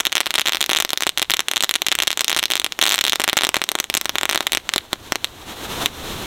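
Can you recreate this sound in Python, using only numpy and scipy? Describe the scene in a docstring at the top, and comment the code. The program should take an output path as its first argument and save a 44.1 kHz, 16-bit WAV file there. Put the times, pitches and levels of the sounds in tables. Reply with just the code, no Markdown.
"""Firecrackers on open concrete

A long strip of small firecrackers goes off, thins to scattered pops and dies out. Each pop is a shock
wave and a puff of gas, followed by two quick reflections and a faint outdoor tail. The bangs overload
the recorder and hold its automatic gain down; in the pauses the gain recovers, and outdoor hiss and
rumble swell up. A faint rising hum enters at the very end."""
import sys
import numpy as np
from scipy import signal
from scipy.fft import rfft, irfft, next_fast_len
from scipy.io import wavfile
from scipy.ndimage import uniform_filter1d, minimum_filter1d

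SR = 44100
rng = np.random.default_rng(int(sys.argv[2]) if len(sys.argv) > 2 else 0)


def wav_record(signal):
    """Record a signal, one row per channel, as 16-bit PCM in the file named by sys.argv[1]."""
    frames = np.transpose(np.atleast_2d(signal))
    bounded = np.clip(frames, -1, 1)
    # unit amplitude maps onto the largest positive 16-bit level
    quanta = np.round(bounded * 32767).astype(np.int16)
    wavfile.write(sys.argv[1], SR, quanta)


N = 276045
TIME = np.arange(N) / SR

# The explosions. Each row: start in seconds, relative energy level in dB, overpressure duration in ms.
CRACKERS = [(0.0022, -12.5, 0.1), (0.0066, -10, 0.11), (0.0532, -9.5, 0.061), (0.0617, -18, 0.09),
            (0.0685, -5.5, 0.16), (0.1208, -17.5, 0.073), (0.127, -9.5, 0.083), (0.154, -4.5, 0.1),
            (0.1634, -18, 0.07), (0.169, -5.0, 0.11), (0.1806, -10, 0.086), (0.2047, 0, 0.095),
            (0.2115, -13.5, 0.11), (0.2593, -16, 0.076), (0.2672, -10, 0.12), (0.2729, -19, 0.087),
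            (0.3068, -11, 0.076), (0.341, -11.0, 0.094), (0.3536, -15, 0.12), (0.357, -8.5, 0.085),
            (0.3813, -9, 0.13), (0.3863, -9, 0.072), (0.3962, -8, 0.092), (0.4103, -17, 0.051),
            (0.4164, -10.0, 0.08), (0.4567, -19.5, 0.29), (0.4607, -13.5, 0.12), (0.47, -10.5, 0.062),
            (0.4758, -11.5, 0.055), (0.4841, -9.5, 0.12), (0.4943, -12.5, 0.11), (0.5221, -14.5, 0.063),
            (0.5336, -13, 0.083), (0.5475, -13, 0.17), (0.5564, -20, 0.071), (0.5703, -18, 0.089),
            (0.6076, -16, 0.069), (0.6132, -10, 0.033), (0.6269, -13, 0.037), (0.6411, -16, 0.09),
            (0.6622, -19.5, 0.017), (0.6939, -12, 0.23), (0.7004, -14, 0.085), (0.712, -14.5, 0.052),
            (0.717, -14.0, 0.2), (0.7327, -9, 0.08), (0.7491, -12, 0.14), (0.7619, -12, 0.086),
            (0.7682, -8.5, 0.069), (0.7734, -10, 0.071), (0.7872, -14.5, 0.16), (0.8019, -5, 0.1),
            (0.8063, -11.5, 0.1), (0.8239, -12, 0.052), (0.8493, -7.5, 0.11), (0.8924, -18, 0.039),
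            (0.905, -13, 0.038), (0.9325, -7, 0.13), (0.9749, -10, 0.066), (1.0069, -16, 0.12),
            (1.023, -8, 0.046), (1.0346, -12, 0.12), (1.0678, -6, 0.22), (1.0735, -13, 0.08),
            (1.0927, -7, 0.046), (1.1753, -5.5, 0.07), (1.1824, -15, 0.035), (1.196, -11, 0.059),
            (1.2183, -6, 0.11), (1.2264, -9.5, 0.037), (1.2288, -14.5, 0.07), (1.2989, -10.0, 0.11),
            (1.3066, -8.5, 0.037), (1.3169, -8, 0.072), (1.3376, -2.5, 0.11), (1.343, -11, 0.075),
            (1.3688, -14.5, 0.063), (1.3933, -6.5, 0.12), (1.4049, -11, 0.044), (1.4844, -8, 0.056),
            (1.5142, -9, 0.045), (1.5359, -16, 0.12), (1.5608, -13.5, 0.051), (1.5683, -7.5, 0.079),
            (1.5778, -15.5, 0.12), (1.607, -8.5, 0.06), (1.6256, -10, 0.055), (1.6365, -8, 0.1),
            (1.6383, -13, 0.037), (1.6442, -8.5, 0.058), (1.6931, -6, 0.082), (1.7112, -8.0, 0.05),
            (1.7401, -10.5, 0.054), (1.7549, -8, 0.05), (1.7592, -7.5, 0.037), (1.8195, -8, 0.15),
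            (1.8657, -10, 0.07), (1.8683, -9, 0.026), (1.885, -8.5, 0.024), (1.9168, -3, 0.092),
            (1.9237, -10, 0.062), (1.926, -11, 0.1), (1.9528, -8.5, 0.058), (1.9882, -8, 0.13),
            (2.0021, -6, 0.1), (2.0221, -8, 0.049), (2.0259, -12, 0.041), (2.0346, -13, 0.038),
            (2.0724, -9, 0.057), (2.0772, -7, 0.096), (2.0791, -11, 0.023), (2.1047, -10.0, 0.07),
            (2.1155, -14.5, 0.034), (2.1293, -14.5, 0.11), (2.1744, -13, 0.043), (2.1938, -14.5, 0.09),
            (2.2078, -9.0, 0.042), (2.2097, -11.5, 0.043), (2.2167, -17.5, 0.16), (2.2451, -11, 0.037),
            (2.2813, -7.5, 0.054), (2.2966, -9, 0.084), (2.3039, -13, 0.08), (2.316, -11.5, 0.1),
            (2.3288, -8.5, 0.11), (2.3476, -15.5, 0.071), (2.3646, -8.5, 0.13), (2.3712, -14, 0.067),
            (2.3769, -14.5, 0.074), (2.3898, -12, 0.041), (2.394, -8.5, 0.041), (2.4288, -10.5, 0.11),
            (2.4384, -11.5, 0.11), (2.456, -7.5, 0.043), (2.5033, -13.5, 0.032), (2.5122, -10, 0.07),
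            (2.5196, -10.0, 0.045), (2.536, -12, 0.09), (2.5551, -8, 0.056), (2.5681, -15, 0.052),
            (2.5769, -20, 0.091), (2.598, -8.0, 0.03), (2.6175, -20, 0.23), (2.6448, -5, 0.049),
            (2.6641, -13.5, 0.14), (2.7226, -16.5, 0.09), (2.7905, -13.5, 0.15), (2.8141, -8, 0.058),
            (2.8177, -12, 0.082), (2.826, -2.5, 0.06), (2.8374, -8, 0.081), (2.84, -10, 0.093),
            (2.8548, -9.0, 0.15), (2.8649, -4, 0.083), (2.8746, -9, 0.1), (2.8812, -11, 0.14),
            (2.893, -6.5, 0.041), (2.9033, -12, 0.046), (2.9117, -9, 0.07), (2.9211, -7, 0.067),
            (2.9266, -12, 0.036), (2.9336, -12, 0.062), (2.9424, -7.5, 0.096), (2.947, -7, 0.068),
            (2.958, -15, 0.033), (2.9806, -11, 0.11), (2.9897, -8, 0.086), (3.0109, -2.5, 0.058),
            (3.0142, -15, 0.052), (3.0403, -7, 0.086), (3.0513, -7, 0.014), (3.0663, -11, 0.065),
            (3.0752, -15, 0.18), (3.081, -7, 0.044), (3.0964, -5, 0.035), (3.1225, -6.5, 0.063),
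            (3.1326, -4, 0.12), (3.1575, -10.0, 0.051), (3.1985, -9.5, 0.33), (3.2042, -14.5, 0.071),
            (3.2178, -13.5, 0.1), (3.239, -13, 0.055), (3.2425, -7, 0.14), (3.2784, -4.5, 0.1),
            (3.289, -7.0, 0.1), (3.297, -3.5, 0.12), (3.3308, -4.5, 0.14), (3.3696, -4.5, 0.15),
            (3.371, -11, 0.15), (3.3733, -10, 0.13), (3.3769, -5, 0.062), (3.3886, -7.5, 0.1),
            (3.4098, -11.5, 0.15), (3.42, -13.5, 0.15), (3.4348, -5.0, 0.11), (3.4424, -10, 0.18),
            (3.4496, -6.5, 0.12), (3.469, -9.5, 0.21), (3.491, -6, 0.13), (3.543, -5, 0.15),
            (3.545, -9, 0.11), (3.5577, -13, 0.11), (3.5674, -3, 0.15), (3.6173, -6, 0.15),
            (3.6398, -12, 0.026), (3.69, -7, 0.038), (3.717, -12, 0.17), (3.7533, -8, 0.23),
            (3.788, -16.5, 0.15), (3.801, -4.5, 0.04), (3.804, -22, 0.077), (3.842, -17.5, 0.089),
            (3.9, -9.5, 0.11), (3.941, -9.5, 0.079), (3.9509, -6.0, 0.021), (3.9697, -11, 0.028),
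            (3.9742, -7.5, 0.023), (4.013, -13, 0.041), (4.0564, -10, 0.11), (4.0943, -11, 0.12),
            (4.1559, -10.5, 0.16), (4.184, -9.0, 0.073), (4.212, -15.5, 0.15), (4.2327, -9, 0.17),
            (4.2547, -8.5, 0.12), (4.2924, -10.5, 0.15), (4.2972, -7, 0.076), (4.3119, -12, 0.15),
            (4.326, -16, 0.09), (4.331, -13, 0.12), (4.347, -12.5, 0.21), (4.35, -10, 0.15),
            (4.3586, -8.5, 0.17), (4.3762, -10.5, 0.15), (4.4067, -10.5, 0.17), (4.4687, -5, 0.085),
            (4.5207, -8, 0.035), (4.5327, -8, 0.045), (4.5493, -3, 0.091), (4.5724, -6.5, 0.14),
            (4.6917, -10.5, 0.07), (4.7375, -7, 0.052), (4.7609, -5.5, 0.24), (4.7807, -6.5, 0.065),
            (4.9309, -9, 0.21), (5.122, -8.5, 0.18), (5.1568, -12.5, 0.24), (5.2446, -8.5, 0.057),
            (5.8593, -14.5, 0.09)]
# Spectrum of gas leaving the paper tube. Each row: frequency in Hz, relative level in dB.
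GAS_SPECTRUM = [(100, -19.5), (600, -2.5), (3500, -3.5), (8000, 1), (15000, -8)]
# Echoes off nearby surfaces. Each row: delay in ms, its spread in ms, gain in dB, low-pass cutoff in Hz.
ECHO_PATHS = [(6.25, .2, -15.5, 6000), (27.3, .3, -24, 4200)]
# Spectrum of scatter from ground and trees. Each row: frequency in Hz, relative level in dB.
SCATTER_SPECTRUM = [(60, -30), (300, 8.5), (1200, 0.5), (4000, 2.5), (7000, -0.5), (15000, -3)]
# Spectrum of the outdoor hiss. Each row: frequency in Hz, relative spectral density in dB.
HISS_SPECTRUM = [(60, -14), (150, 2), (300, 1), (550, -2), (1000, -4.5), (2200, -13.5), (3600, -13.5),
                 (6000, -15.5), (9000, -17), (15000, -19)]
# Spectrum of the outdoor rumble. Each row: frequency in Hz, relative spectral density in dB.
RUMBLE_SPECTRUM = [(12, -12), (30, -9.5), (60, -4.5), (120, -9), (300, -21), (2000, -70)]
# Response of the small microphone. 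Each row: frequency in Hz, relative gain in dB.
MIC_RESPONSE = [(40, -6), (130, -14.5), (200, -4), (330, 0.5), (560, -2), (750, 0), (1050, 1), (1600, 2.5),
                (2700, 5), (3600, 9), (4250, 5.5), (4560, -1), (5000, -1), (6200, 2.5), (10000, -2.5),
                (14000, 0), (17000, -11.5)]

POP_SAMPLES = 512


def shock(ms, overpressure_ms):
    """Friedlander blast wave: a sudden overpressure falls through zero into a longer suction."""
    age = np.maximum(ms, 0) / overpressure_ms
    front = np.clip(ms * SR / 1000, 0, 1)
    return front * (1 - age) * np.exp(-age)


def pops(crackers, bounce_ms=0.0663, bounce_share=0.21, gas_db=-4, gas_t60_ms=3.07):
    """Superposition: each pop sums a shock, its bounce off the concrete and gas tearing out of the tube."""
    _, level_db, overpressure_ms = crackers.T[:, :, None]
    overpressure_ms = np.maximum(overpressure_ms, 0.03)
    ms = np.arange(POP_SAMPLES) * 1000 / SR
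    height, gas_drop_db = rng.standard_normal((len(crackers), 2)).T[:, :, None]
    # crackers jump about, so the bounce lags by a different amount each time
    lag_ms = bounce_ms * np.exp(0.825 * height)
    blast = shock(ms, overpressure_ms) + bounce_share * shock(ms - lag_ms, overpressure_ms)
    # the air flows back: no net pressure is left
    backflow = np.exp(-ms / 0.68)
    blast -= blast.sum(axis=1, keepdims=True) * backflow / backflow.sum()
    gas = coloured(rng.standard_normal(blast.shape) * from_db(-60 * ms / gas_t60_ms), GAS_SPECTRUM)
    pressure = unit_energy(blast) + from_db(gas_db - gas_drop_db) * unit_energy(gas)
    amplitude = from_db(level_db) * np.sqrt(SR / 1000)   # 0 dB: the energy of 1 ms at unit power
    return amplitude * unit_energy(coloured(pressure, MIC_RESPONSE))


def scraps(waves, starts, count=45, strip_ends_s=4.45, longest_wait_s=0.15):
    """Delayed ignition: scraps thrown off by the burning strip go off a moment later as faint ticks."""
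    choice, strength, wait = rng.random((count, 3)).T
    in_strip = np.flatnonzero(starts < strip_ends_s)
    parent = in_strip[(choice * len(in_strip)).astype(int)]
    gain = from_db(-27 + 8 * strength)
    return placed(waves[parent] * gain[:, None], starts[parent] + longest_wait_s * wait)


def reflections(waves, starts, spread_db=1.5, bass_cut_hz=700):
    """Specular reflection: each pop returns duller, its delay and strength set by where the cracker lay."""
    echoes = np.zeros(N)
    for delay_ms, spread_ms, gain_db, cutoff_hz in ECHO_PATHS:
        position, loss = rng.standard_normal((len(starts), 2)).T
        delay_s = (delay_ms + spread_ms * position) / 1000
        echo = placed(waves * from_db(gain_db - spread_db * loss)[:, None], starts + delay_s)
        echoes += signal.sosfilt(signal.butter(2, cutoff_hz, fs=SR, output="sos"), echo)
    # small surfaces return little bass
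    return signal.sosfilt(signal.butter(1, bass_cut_hz, "high", fs=SR, output="sos"), echoes)


def scatter(x, t60_s, gain_db, build_s):
    """Diffuse scattering: many weak echoes merge into a tail that builds up and decays exponentially."""
    t = TIME[:SR]
    envelope = from_db(-60 * t / t60_s) * (1 - np.exp(-t / build_s))
    response = coloured(rng.standard_normal(len(t)) * envelope, SCATTER_SPECTRUM)
    return from_db(gain_db) * signal.fftconvolve(x, unit_energy(response))[:N]


def outdoor_noise(hiss_rise_db_per_s=0.93, rumble_rise_db_per_s=1.58):
    """Amplitude-modulated noise: outdoor hiss and rumble slowly grow, both a little unsteady."""
    hiss = unit_rms(coloured(coloured(rng.standard_normal(N), HISS_SPECTRUM), MIC_RESPONSE))
    rumble = unit_rms(coloured(rng.standard_normal(N), RUMBLE_SPECTRUM))
    hiss_db = -51 + hiss_rise_db_per_s * TIME + 1.9 * drift(per_s=40)
    rumble_db = -62 + rumble_rise_db_per_s * TIME + 3.5 * drift(per_s=14)
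    return hiss * from_db(hiss_db) + rumble * from_db(rumble_db)


def hum(start_s=6.11, attack_s=0.055, start_hz=93, rise_hz_per_s=260, waver_db=4):
    """Linear chirp: a soft low tone fades in and glides steadily upward, wavering in level."""
    age = np.maximum(TIME - start_s, 0)
    phase = 2 * np.pi * np.cumsum(start_hz + rise_hz_per_s * age) / SR
    rms = from_db(-58.5 + waver_db * drift(per_s=30)) * np.minimum(age / attack_s, 1)
    return np.sqrt(2) * rms * np.sin(phase)


def automatic_gain(x, full_gain_db=23, threshold_db=-27, smooth_s=0.014, hold_s=0.017,
                   recovery_db_per_s=42.5):
    """Compression: each bang turns the gain down; it is held briefly, then creeps back up."""
    power = np.abs(uniform_filter1d(x ** 2, size=SR // 1000))
    level_db = np.minimum(10 * np.log10(power + 1e-12), threshold_db + 22)   # limits the depth of the cut
    hold = 2 * int(hold_s * SR / 2) + 1
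    held_db = -minimum_filter1d(-level_db, hold, origin=hold // 2, mode="nearest")
    recovery_db = recovery_db_per_s * TIME
    envelope_db = np.maximum.accumulate(held_db + recovery_db) - recovery_db
    cut_db = 20 * np.log10(1 + from_db(envelope_db - threshold_db))   # soft knee
    pole = np.exp(-1 / (smooth_s * SR))
    # the crackle is already under way at the start, so the gain begins turned down
    cut_db, _ = signal.lfilter([1 - pole], [1, -pole], cut_db, zi=[pole * cut_db.max()])
    return x * from_db(full_gain_db - cut_db)


def from_db(db):
    """Amplitude ratio of a level in decibels."""
    return 10 ** (np.asarray(db) / 20)


def unit_rms(x):
    """Normalisation to a mean power of 1."""
    return x / np.sqrt(np.mean(x ** 2) + 1e-20)


def unit_energy(x):
    """Normalisation of each wave to an energy of 1."""
    return x / np.sqrt(np.sum(x ** 2, axis=-1, keepdims=True) + 1e-20)


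def coloured(x, points):
    """Minimum-phase filtering with the given (Hz, dB) response."""
    size = 2 * next_fast_len(x.shape[-1])
    hz, db = np.transpose(points)
    grid_hz = np.maximum(np.fft.rfftfreq(size, 1 / SR), 1)
    magnitude = from_db(np.interp(np.log(grid_hz), np.log(hz), db))
    cepstrum = irfft(np.log(magnitude))
    # folding the cepstrum onto positive time makes the filter causal
    cepstrum[1:size // 2] *= 2
    cepstrum[size // 2 + 1:] = 0
    return irfft(rfft(x, size) * np.exp(rfft(cepstrum)))[..., :x.shape[-1]]


def drift(per_s):
    """Linear interpolation between random values: a slow wander with an RMS of 1."""
    knots = rng.standard_normal(int(N / SR * per_s) + 2)
    return unit_rms(np.interp(TIME * per_s, np.arange(len(knots)), knots))


def placed(waves, starts):
    """Superposition of short waves, each at its own start in seconds."""
    first_sample = np.round(np.maximum(starts, 0) * SR).astype(int)
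    samples = first_sample[:, None] + np.arange(POP_SAMPLES)
    return np.bincount(samples.ravel(), waves.ravel(), N)[:N]


def scene():
    """Pressures add: the direct crackle, what the surroundings return of it, and the background."""
    crackers = np.array(CRACKERS)
    waves, starts = pops(crackers), crackers[:, 0]
    direct = from_db(2) * placed(waves, starts) + scraps(waves, starts)
    ground = scatter(direct, t60_s=0.041, gain_db=-19, build_s=0.0002)
    trees = scatter(direct, t60_s=0.36, gain_db=-30.5, build_s=0.0015)
    return (direct + reflections(waves, starts) + ground + trees + outdoor_noise() + hum())[None]


def record(dry, ceiling=0.88, cutoff_hz=16600):
    """Saturation: shocks outrun the automatic gain and are flattened; a low-pass then cuts the top."""
    compressed = automatic_gain(dry[0])
    clipped = compressed / (1 + (compressed / ceiling) ** 6) ** (1 / 6)
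    low_pass = signal.firwin(101, cutoff_hz, window=("kaiser", 7), fs=SR)
    return np.convolve(clipped, low_pass, "same")[None]


dry = scene()
out = record(dry)
wav_record(out)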